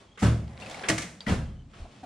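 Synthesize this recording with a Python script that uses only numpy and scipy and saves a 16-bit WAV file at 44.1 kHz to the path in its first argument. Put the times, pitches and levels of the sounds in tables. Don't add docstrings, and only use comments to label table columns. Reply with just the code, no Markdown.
import sys
import numpy as np
from scipy import signal
from scipy.fft import rfft, irfft
from scipy.io import wavfile

SR = 44100
rng = np.random.default_rng(int(sys.argv[2]) if len(sys.argv) > 2 else 0)


def transcribe(signal):
    frames = np.atleast_2d(signal).T
    limited = np.clip(frames, -1, 1)
    pcm = np.round(limited * 32767).astype(np.int16)
    wavfile.write(sys.argv[1], SR, pcm)


N = 90405
T = np.arange(N) / SR

# (frequency [Hz], density [dB per Hz])
AIR_COLOUR = [(25, -5), (60, 3), (180, 6.5), (420, -17), (750, -11.5), (2000, -22), (3200, -21),
              (9000, -29.5), (12000, -80)]
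RUMBLE_COLOUR = [(25, -22), (40, -4.5), (90, -6.5), (175, 3), (280, -6.5), (420, -69), (2000, -78)]
BUMP_COLOUR = [(100, 3), (140, -1.5), (290, -7), (440, -13), (590, -10.5), (850, -20), (1300, -17),
               (2600, -25.5), (4500, -30), (9200, -35.5), (15000, -46)]
CLAP_COLOUR = [(200, -2), (330, -8.5), (430, -8.5), (590, -8.5), (1000, -13), (2050, -4.5), (3200, -14),
               (5000, -14), (7000, -9.5), (9200, -16), (15000, -26.5)]
LATCH_COLOUR = [(400, 1.5), (700, -13.5), (1200, 4), (2100, 1.5), (3200, -3), (5000, -30), (12000, -38)]
KNOCK_COLOUR = [(150, 7.5), (210, -4), (290, 3), (420, -12), (620, -2), (1100, -11.5), (2000, -11.5),
                (9000, -27)]
ROLL_IN_COLOUR = [(160, 3), (380, -7), (740, -1), (1000, -9), (2300, -11.5), (4000, -24.5), (9500, -26),
                  (15000, -42)]
ROLL_OUT_COLOUR = [(270, -1), (450, -3), (750, -4), (1900, -11.5), (2800, -9.5), (5000, -18), (9000, -22.5),
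                   (12000, -39)]
AIR_DB, RUMBLE_DB = -59, -58

# (frequency [Hz], decay by 60 dB [s])
RING_T60 = [(100, 1), (400, 0.65), (1500, 0.52), (12000, 0.49)]
# (frequency [Hz], left-right correlation [-1 to 1])
LIKENESS = [(100, 0.97), (250, 0.99), (500, 0.89), (1000, 0.43), (2000, 0.61), (4000, 0.78), (8000, 0.0155)]
# (frequency [Hz], left minus right [dB])
BALANCE_DB = [(1000, 0.1), (4000, 0.5), (8000, -2.3)]

# (time [s], level [dB])
ROLL_FIRST = [(0, -48.5), (0.07, -72.5), (0.17, -61)]
ROLL_IN = [(0.471, -55), (0.56, -51.5), (0.61, -45.5), (0.77, -43), (0.83, -43), (0.885, -39),
           (0.90, -71.5)]
ROLL_OUT = [(1.69, -63), (1.728, -58), (1.74, -51.5), (1.81, -53.5), (1.87, -62.5), (1.92, -54),
            (2.05, -59.5)]
GRAINS_PER_S, GRAIN_SPREAD_DB = 2700, 3
RATTLE_PER_S, RATTLE_SPREAD_DB, RATTLE_DB, RATTLE_T60 = 170, 4, -9, 0.009
# (lowest [Hz], highest [Hz])
RATTLE_HZ = (1460, 5180)

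# (start [s], length [s], pitch [Hz], glide [Hz per s], level [dB])
SQUEAKS = [(0.081, 0.085, 3295, -200, -68.5), (1.436, 0.2, 3226, -1100, -69.5),
           (1.841, 0.0303, 770, -2600, -47.5), (2.031, 0.04, 781, -2500, -44)]
SQUEAK_EDGE_S, SQUEAK_OCTAVE_DB = 0.0027, -15
SQUEAK_WAVER_HZ, WAVER_PER_S = 60, 180

# (time [s], level [dB], pitch [Hz], decay by 60 dB [s])
CLINKS = [(0.6, -38.5, 3280, 0.0069), (0.61, -43, 3580, 0.03), (0.621, -41.5, 2730, 0.09),
          (0.661, -37, 2576, 0.043), (0.6985, -36, 7030, 0.0067), (0.712, -33, 3540, 0.033),
          (0.7445, -34.5, 2210, 0.03), (0.896, -29.5, 1927, 0.12), (0.981, -37, 1728, 0.12),
          (1.022, -35.5, 2056, 0.098), (1.267, -34, 1943, 0.13), (1.283, -35.5, 3180, 0.1)]
SECOND_MODE_RATIO, SECOND_MODE_DB = 1.6, -10.5
# (frequency [Hz], level [dB], decay by 60 dB [s])
CATCH = [(3290, -35, 0.027), (3790, -34.5, 0.024), (4620, -47, 0.06), (4700, -45, 0.12)]
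CATCH_S = 1.2056
CATCH_SNAP_DB, CLINK_SNAP_DB = -18, 21
BUZZ_RAD, BUZZ_PER_S = 0.55, 220

# (frequency [Hz], level relative to the clap [dB])
FRONT = [(1180, -7), (1604, -16), (1960, -9), (2200, -7)]
FRONT_T60 = 0.13
# (time [s], level [dB], pitch [Hz])
THUMPS = [(0.2252, -17.5, 280), (1.2691, -16, 204), (1.309, -12.5, 177), (1.319, -9, 109.5),
          (1.379, -14.5, 97), (2.031, -35, 251)]
THUMP_T60 = 0.054

# (time [s], cycles a panel takes to swell)
BOOMS = [(0.226, 1.4), (0.893, 1.9), (1.271, 10.2)]
# (frequency [Hz], decay by 60 dB [s], levels at first stop, slam, second stop [dB])
PANELS = [(40.4, 0.71, -35, -68, -18.5), (71.46, 0.62, -16, -35, -13.5), (113.1, 0.47, -11.5, -29.5, -32),
          (152.5, 0.71, -27, -37, -23.5), (190.4, 0.48, -24, -33.5, -27), (234.4, 0.46, -31.5, -52, -24.5),
          (319.3, 0.28, -35, -23, -26), (581.5, 0.24, -28, -30.5, -37)]
PANEL_FLUTTER_DB, PANEL_FLUTTER_PER_S = 1.8, 14
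# (frequency [Hz], relative level [dB])
ROCK_MODES = [(37, 0.87), (74, -2.1)]
ROCK_S, ROCK_DB, ROCK_T60 = 1.8, -24.5, 0.17

# (time [s], level [dB], settling time of the chatter [s])
CLAPS = [(0.175, -66.5, 0.0029), (0.188, -46.5, 0.075), (0.885, -29.5, 0.0039), (0.897, -33.5, 0.0024),
         (0.9785, -37.5, 0.004), (0.992, -43, 0.039), (1.018, -45, 0.0085)]
# (time [s], level [dB], settling time of the chatter [s])
LATCHES = [(0.174, -52, 0.006), (0.833, -42, 0.0041), (0.844, -49, 0.004), (0.8967, -37, 0.00082),
           (1.263, -42, 0.03), (1.733, -60, 0.0092)]
# (time [s], level [dB], settling time of the chatter [s])
KNOCKS = [(0.222, -39.5, 0.011), (0.895, -32, 0.012), (1.273, -43.5, 0.002), (2.033, -56, 0.004)]
# (time [s], level [dB], swell of the tools [s], their settling time [s])
BUMPS = [(0.214, -25, 0.018, 0.033), (1.27, -27.5, 0.033, 0.031)]

SHELF_HZ, SHELF_DB, CUTOFF_HZ = 10490, -13, 15700


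def from_db(db):
    return 10 ** (np.asarray(db) / 20)


def rms_one(x):
    return x / np.sqrt(np.mean(x ** 2) + 1e-20)


def at_hz(points, hz):
    p = np.array(points)
    return np.interp(np.log(hz), np.log(p[:, 0]), p[:, 1])


def dying(t, t60):
    return np.exp(-np.log(1000) * t / t60)


def since(s):
    return np.maximum(T - s, 0)


def drift(per_s):
    r = np.exp(-2 * np.pi * per_s / SR)
    noise = rng.standard_normal(2 * N)
    return rms_one(signal.lfilter([1], [1, -2 * r, r * r], noise)[N:])


def bands(colour, size):
    edges = 22 * 2 ** (np.arange(30) / 3)
    white = rng.standard_normal((2, 2, size + 8000))
    sides = np.array([[1], [-1]])
    for k, (low, high) in enumerate(zip(edges, edges[1:])):
        hz = np.sqrt(low * high)
        if high < colour[0][0]:
            continue
        band = signal.butter(2, [low, high], "band", fs=SR, output="sos")
        mid, side = signal.sosfilt(band, white[k % 2])[:, -size:]
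        alike = np.clip(at_hz(LIKENESS, hz), -1, 1)
        stereo = np.sqrt(1 + alike) * mid + np.sqrt(1 - alike) * side * sides
        yield hz, from_db(at_hz(colour, hz) + sides * at_hz(BALANCE_DB, hz) / 2) * stereo


def steel(contacts, colour, crack_t60, tail_db):
    t, out = T[:SR * 2 // 3], 0
    size = len(t)
    noises = list(bands(colour, 3 * size))
    envelopes = [dying(t, crack_t60) + from_db(tail_db) * dying(t, at_hz(RING_T60, hz))
                 for hz, _ in noises]
    spot = np.arange(N) % 3
    for k in range(3):
        part = slice(k * size, (k + 1) * size)
        ring = sum(noise[:, part] * envelope for (_, noise), envelope in zip(noises, envelopes))
        ring = ring / np.sqrt(np.sum(ring ** 2) / 2)
        out = out + signal.fftconvolve((contacts * (spot == k))[None], ring, axes=1)[:, :N]
    return out


def grains(per_s, spread_db):
    sizes = from_db(spread_db * np.minimum(rng.exponential(1, N), 4)) * rng.choice([-1, 1], N)
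    return rms_one(sizes * (rng.random(N) < per_s / SR))


def chatter(s, db, swell, settle, per_s):
    t = since(s)
    flurry = grains(per_s, spread_db=4.0) * (1 - np.exp(-t / swell)) * np.exp(-t / settle)
    return from_db(db) * flurry * np.sqrt(SR / 10 / (np.sum(flurry ** 2) + 1e-20))


def partial(s, hz, db, t60):
    t = since(s)
    phase = 2 * np.pi * hz * t + BUZZ_RAD * drift(BUZZ_PER_S) + rng.normal(0, 0.18, (2, 1))
    gain = from_db(db + rng.normal(0, 3.7, (2, 1)))
    return gain * (1 - np.exp(-t * hz)) * dying(t, t60) * np.sin(phase)


def background():
    air = rms_one(sum(noise for _, noise in bands(AIR_COLOUR, N)))
    rumble = rms_one(sum(noise for _, noise in bands(RUMBLE_COLOUR, N)))
    stirred = np.clip((T - BUMPS[0][0]) / 0.035, 0, 1)
    return from_db(AIR_DB) * air + from_db(RUMBLE_DB) * rumble * stirred


def rolling_gain(curve):
    s, db = np.transpose(curve)
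    return from_db(np.interp(T, s, db)) * (T >= s[0]) * (T <= s[-1])


def runners():
    def roll(curve):
        return grains(GRAINS_PER_S, GRAIN_SPREAD_DB) * rolling_gain(curve)
    closing = steel(roll(ROLL_IN), ROLL_IN_COLOUR, crack_t60=0.056, tail_db=-20.0)
    opening = steel(roll(ROLL_FIRST) + roll(ROLL_OUT), ROLL_OUT_COLOUR, crack_t60=0.014, tail_db=-5.0)
    return closing + opening


def rattle():
    ticks, out = grains(RATTLE_PER_S, RATTLE_SPREAD_DB), np.zeros((2, N))
    t = T[:SR // 20]
    for hz in np.geomspace(*RATTLE_HZ, num=20):
        ring = dying(t, RATTLE_T60) * np.sin(2 * np.pi * hz * t + rng.normal(0, 0.39, (2, 1)))
        strikes = ticks * rng.standard_normal(N)
        out += signal.fftconvolve(strikes[None], ring, axes=1)[:, :N]
    return rms_one(out) * from_db(RATTLE_DB) * rolling_gain(ROLL_IN)


def squeaks():
    out = np.zeros(N)
    for s, length, hz, glide, db in SQUEAKS:
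        pitch = hz + glide * (T - s) + SQUEAK_WAVER_HZ * drift(WAVER_PER_S)
        phase = 2 * np.pi * np.cumsum(pitch) / SR
        edges = np.clip(np.minimum(T - s, s + length - T) / SQUEAK_EDGE_S, 0, 1)
        grip = edges * np.abs(1 + drift(WAVER_PER_S / 2))
        out += from_db(db) * (np.sin(phase) + from_db(SQUEAK_OCTAVE_DB) * np.sin(2 * phase)) * grip
    return out


def clinks():
    rings = sum(partial(CATCH_S, hz, db, t60) for hz, db, t60 in CATCH)
    snaps = np.zeros(N)
    snaps[int(CATCH_S * SR)] = from_db(CATCH_SNAP_DB)
    for s, db, hz, t60 in CLINKS:
        snaps[int(s * SR)] = from_db(db + CLINK_SNAP_DB)
        rings = rings + partial(s, hz, db, t60)
        rings = rings + partial(s, hz * SECOND_MODE_RATIO, db + SECOND_MODE_DB, t60)
    snap_colour = [(500, 24.5), (4000, 16.5), (9500, 7), (13000, 1.5)]  # (frequency [Hz], density [dB per Hz])
    return rings + steel(snaps, snap_colour, crack_t60=0.022, tail_db=-3.5)


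def front():
    out, t = np.zeros((2, N)), T[:SR // 2]
    for hz, mode_db in FRONT:
        buzz = BUZZ_RAD * drift(BUZZ_PER_S)
        for s, db, length in CLAPS:
            span = slice(int(s * SR), int(s * SR) + len(t))
            phase = 2 * np.pi * (hz * t + rng.random()) + buzz[span] + rng.normal(0, 0.42, (2, 1))
            envelope = (1 - np.exp(-t / length)) * dying(t, FRONT_T60)
            out[:, span] += from_db(db + mode_db) * envelope * np.sin(phase)
    return out


def thumps():
    out = np.zeros(N)
    for s, db, hz in THUMPS:
        t = since(s)
        envelope = (1 - np.exp(-2 * t * hz)) * dying(t, THUMP_T60)
        out += from_db(db) * envelope * np.sin(2 * np.pi * hz * t)
    return out


def booms():
    out = np.zeros(N)
    for k, (s, cycles) in enumerate(BOOMS):
        t = since(s)
        for hz, t60, *db in PANELS:
            gain = from_db(db[k] + PANEL_FLUTTER_DB * drift(PANEL_FLUTTER_PER_S))
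            envelope = (1 - np.exp(-t * hz / cycles)) * dying(t, t60)
            out += gain * envelope * np.sin(2 * np.pi * (hz * t + rng.random()))
    return out


def rocking():
    t, out = since(ROCK_S), np.zeros(N)
    for hz, db in ROCK_MODES:
        envelope = (1 - np.exp(-t * hz)) * dying(t, ROCK_T60)
        out += from_db(ROCK_DB + db) * envelope * np.sin(2 * np.pi * hz * t)
    return out


def impacts():
    claps = sum(chatter(s, db, 0.001, length, per_s=4500) for s, db, length in CLAPS)
    latches = sum(chatter(s, db, 0.00091, length, per_s=2100) for s, db, length in LATCHES)
    knocks = sum(chatter(s, db, 0.00053, length, per_s=3600) for s, db, length in KNOCKS)
    return (steel(claps, CLAP_COLOUR, crack_t60=0.031, tail_db=-16.0)
            + steel(latches, LATCH_COLOUR, crack_t60=0.11, tail_db=-14.0)
            + steel(knocks, KNOCK_COLOUR, crack_t60=0.11, tail_db=-7))


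def bumps():
    contacts = sum(chatter(s, db, swell, settle, per_s=1500) for s, db, swell, settle in BUMPS)
    return steel(contacts, BUMP_COLOUR, crack_t60=0.13, tail_db=-6.5)


def scene():
    rolling = runners() + rattle() + squeaks()
    ringing = clinks() + front() + thumps() + booms() + rocking()
    return background() + rolling + ringing + impacts() + bumps()


def record(dry):
    hz = np.arange(N + 1) * SR / (2 * N)
    shelf = from_db(SHELF_DB / 2 * (1 + np.tanh(20 * (hz / SHELF_HZ - 1))))
    shelved = irfft(rfft(dry, 2 * N) * shelf)[:, :N]
    return signal.sosfilt(signal.ellip(10, 0.2, 80, CUTOFF_HZ, fs=SR, output="sos"), shelved)


dry = scene()
out = record(dry)
transcribe(out)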